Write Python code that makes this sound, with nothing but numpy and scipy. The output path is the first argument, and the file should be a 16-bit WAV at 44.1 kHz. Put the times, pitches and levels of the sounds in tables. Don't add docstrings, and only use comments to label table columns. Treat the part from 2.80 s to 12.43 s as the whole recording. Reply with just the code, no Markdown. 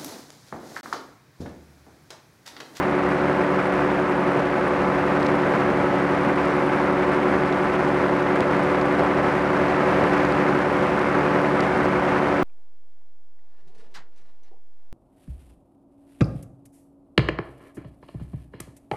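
import sys
import numpy as np
from scipy import signal
from scipy.fft import rfft, irfft
from scipy.io import wavfile

SR = 44100
rng = np.random.default_rng(int(sys.argv[2]) if len(sys.argv) > 2 else 0)


def master_out(mix):
    frames = np.transpose(np.atleast_2d(mix))
    ceiling = np.clip(frames, -1, 1)
    pcm = np.round(ceiling * 32767).astype(np.int16)
    wavfile.write(sys.argv[1], SR, pcm)


N = 424683
TIME = np.arange(N) / SR

# (time [s], blade passes per second [Hz])
BLADE_RATE = [(0.0, 72.5), (0.21, 72.1), (0.43, 72.6), (1.21, 72.6), (1.42, 71.8), (2.38, 72.5),
              (3.19, 71.6), (4.29, 72.7), (6.03, 72.4), (7.59, 72.9), (7.94, 72.6), (9.63, 72.4)]
# (multiple of the blade rate [-], level [dB])
BLADE_HARMONICS = [(1, -46.4), (2, -36.1), (3, -36.4), (4, -29.0), (5, -29.7), (6, -43.8), (7, -33.1),
                   (8, -34.7), (9, -42.4), (10, -43.1), (11, -44.6), (12, -39.3), (13, -44.9), (14, -39.0),
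                   (15, -44.5), (16, -40.2), (17, -46.8), (18, -43.4), (19, -50.7), (20, -46.3),
                   (21, -48.7), (22, -58.5), (23, -48.4), (24, -55.0), (25, -54.4), (26, -69.6),
                   (27, -55.7), (28, -57.4), (29, -54.0), (30, -53.2)]
# (multiple of the firing rate [-], level [dB])
EXHAUST_HARMONICS = [(.5, -58), (1, -34), (2, -31), (3, -38), (4, -46), (5, -53), (6, -48.5), (7, -44.5),
                     (8, -53.5)]
# (time [s], lift [dB], half length [s])
BROAD_GUSTS = [(2.7, 0.7, 0.31), (7.25, 1.5, 0.35)]
# (frequency [Hz], density [dB per Hz])
ROAR_COLOUR = [(20, -30), (50, -12), (90, -7), (160, -1.5), (450, 0.5), (800, 0), (1100, -2.5), (1500, -4),
               (2150, -9), (2600, -15), (3100, -22), (4500, -35.5), (8000, -55)]
# (frequency [Hz], density [dB per Hz])
HISS_COLOUR = [(500, -22), (2500, 2), (3800, 0.5), (4800, -1), (6000, -5), (7400, -10), (9300, -12),
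               (10200, -15.5), (11000, -19.5), (12600, -26), (13800, -27), (14600, -30), (15200, -35)]
# (frequency [Hz], density [dB per Hz])
FIZZ_COLOUR = [(2000, -20), (4500, -2), (7000, -3), (9500, 3.5), (11500, -10), (15000, -22)]
# (frequency [Hz], density [dB per Hz])
SNAP_COLOUR = [(500, -10), (2500, 2), (4200, 8.5), (6500, -2.5), (9000, -10.5), (12000, -26), (15000, -40)]
# (time [s], level [dB], half length [s])
BUFFET_SWELLS = [(1.587, -19.5, 0.028), (3.14, -23, 0.029), (4.72, -19, 0.017), (5.619, -18.5, 0.019),
                 (6.215, -21, .03), (6.388, -24, 0.028), (7.105, -24, 0.035), (7.18, -21.5, 0.03),
                 (7.26, -21, 0.027), (8.841, -20.5, 0.016)]
# (frequency [Hz], density [dB per Hz])
BUFFET_SPECTRUM = [(30, -25), (120, 3), (250, 1), (600, 10), (1200, -13), (2500, -17), (5000, -39),
                   (12000, -65)]
# (time [s], level [dB], brightness [dB per octave])
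TICK_EVENTS = [(1.594, -34, -3), (2.4293, -30, -1), (2.4628, -33, -4), (2.467, -25, -5), (4.726, -31, -3),
               (5.606, -27, 4), (6.0135, -34, -2), (6.1937, -35, 2), (7.2393, -31, -5), (7.4508, -33, -3),
               (7.5228, -32, -1), (8.193, -33, -2), (8.8058, -25, 1)]

FIRINGS_PER_BLADE = 2.579
ROAR_DB, HISS_DB, AIRFLOW_RISE_DB_PER_S = -24, -49, 0.1969
HISS_GROWTH = 1.3
EDGE_HZ = 14950


def amp(db):
    return 10 ** (np.asarray(db) / 20)


def unit(x):
    return x / np.sqrt(np.mean(x ** 2) + 1e-20)


def curve(table):
    return np.interp(TIME, *np.transpose(table))


def colour(x, points):
    hz, db = np.transpose(points)
    bins = np.fft.rfftfreq(len(x), 1 / SR)
    gain = amp(np.interp(np.log(bins + 1), np.log(hz), db))
    return irfft(rfft(x) * gain, len(x))


def wander(rate_hz):
    coarse = TIME[::32]
    bins = np.fft.rfftfreq(len(coarse), coarse[1])
    smoothing = np.exp(-(bins / rate_hz) ** 2)
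    drift = irfft(rfft(rng.standard_normal(len(coarse))) * smoothing, len(coarse))
    return np.interp(TIME, coarse, unit(drift))


def swells(table):
    return sum(height * np.exp(-((TIME - s) / length) ** 2) for s, height, length in table)


def airflow(waver_db=0.19):
    rise = AIRFLOW_RISE_DB_PER_S * (TIME - TIME.mean())
    return rise + swells(BROAD_GUSTS) + waver_db * wander(rate_hz=3)


def slap_phases(levels_db, size=128):
    padding = (1, size - len(levels_db))
    log_gain = np.log(amp(np.pad(levels_db, padding, constant_values=min(levels_db))))
    mirrored = np.r_[log_gain, log_gain[-2:0:-1]]
    return -signal.hilbert(mirrored).imag[1:len(levels_db) + 1]


def propeller(turns, air_db, bite_db=0.08, unevenness=0.11, waver_db=1.0, jitter=0.0026,
              gust_share=0.4, suction=1.17, scatter=0.52):
    orders, levels_db = np.transpose(BLADE_HARMONICS)
    levels_db = levels_db + bite_db * np.log2(orders / orders[levels_db.argmax()])
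    angle = 2 * np.pi * (turns + jitter * wander(rate_hz=16))
    phases = slap_phases(levels_db) - suction + scatter * rng.standard_normal(len(levels_db))
    slaps = sum(amp(db + waver_db * wander(rate_hz=2.0)) * np.cos(k * angle + phase)
                for k, db, phase in zip(orders, levels_db, phases))
    slap_strength = 1 + unevenness * wander(rate_hz=66)
    return np.sqrt(2) * slaps * slap_strength * amp(gust_share * air_db)


def exhaust(turns, level_db=0.17, waver_db=0.5, jitter=0.0067):
    angle = 2 * np.pi * (FIRINGS_PER_BLADE * turns + jitter * wander(rate_hz=24))
    note = sum(amp(db + waver_db * wander(rate_hz=5)) * np.cos(k * angle + 2 * np.pi * rng.random())
               for k, db in EXHAUST_HARMONICS)
    return np.sqrt(2) * amp(level_db) * note


def blade_decay(turns, decay):
    return np.exp(-(turns % 1) / decay)


def blade_gate(turns, depth, decay):
    return unit(1 + depth * blade_decay(turns, decay))


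def roar(turns, eddies, air_db, eddy_db=0.77, grain_db=1.0):
    flutter = amp(eddy_db * eddies + grain_db * wander(rate_hz=420))
    air = rng.standard_normal(N) * blade_gate(turns, depth=0.3, decay=0.058) * flutter
    return unit(colour(air, ROAR_COLOUR)) * amp(ROAR_DB + air_db)


def hiss(turns, eddies, air_db, eddy_db=0.85, grain_db=1.1):
    flutter = amp(eddy_db * eddies + grain_db * wander(rate_hz=400))
    air = rng.standard_normal(N) * blade_gate(turns, depth=0.27, decay=0.099) * flutter
    return unit(colour(air, HISS_COLOUR)) * amp(HISS_DB + HISS_GROWTH * air_db)


def fizz(turns, level_db=-64, spread_db=3):
    spits = blade_decay(turns, decay=0.19) * amp(spread_db * wander(rate_hz=52))
    return amp(level_db) * unit(colour(rng.standard_normal(N) * spits, FIZZ_COLOUR))


def crackle(air_db, level_db=-61.0, per_second=70, spread_db=3.2, gust_growth=2.2):
    sizes = amp(spread_db * np.minimum(rng.exponential(1, N), 4))
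    struck = rng.random(N) < per_second / SR
    snaps = colour(sizes * struck, SNAP_COLOUR)
    return unit(snaps * amp(gust_growth * air_db)) * amp(level_db)


def buffets(level_db=-2):
    swell = swells([(s, amp(db), length) for s, db, length in BUFFET_SWELLS])
    return amp(level_db) * swell * unit(colour(rng.standard_normal(N), BUFFET_SPECTRUM))


def ticks(level_db=-1, length_s=0.00091, size=2048):
    out = np.zeros(N + size)
    age = (np.arange(size) - size // 2) / SR
    rise = 2 * np.maximum(age, 0) / length_s
    shape = rise * np.exp(1 - rise)
    for s, db, brightness in TICK_EVENTS:
        tilted = [(hz, level + brightness * np.log2(hz)) for hz, level in SNAP_COLOUR]
        burst = shape * colour(rng.standard_normal(size), tilted)
        burst *= np.linalg.norm(shape) / np.linalg.norm(burst)
        start = round(s * SR) - size // 2
        out[start:start + size] += amp(db + level_db) * burst
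    return out[:N]


def scene():
    turns = np.cumsum(curve(BLADE_RATE)) / SR
    eddies = wander(rate_hz=56)
    air_db = airflow()
    machine = propeller(turns, air_db) + exhaust(turns)
    slipstream = roar(turns, eddies, air_db) + hiss(turns, eddies, air_db)
    slipstream += fizz(turns) + crackle(air_db)
    return (machine + slipstream + buffets() + ticks())[None]


def record(dry):
    low_pass = signal.firwin(511, EDGE_HZ, window=("kaiser", 9), fs=SR)
    return signal.oaconvolve(dry, low_pass[None], "same")


dry = scene()
out = record(dry)
master_out(out)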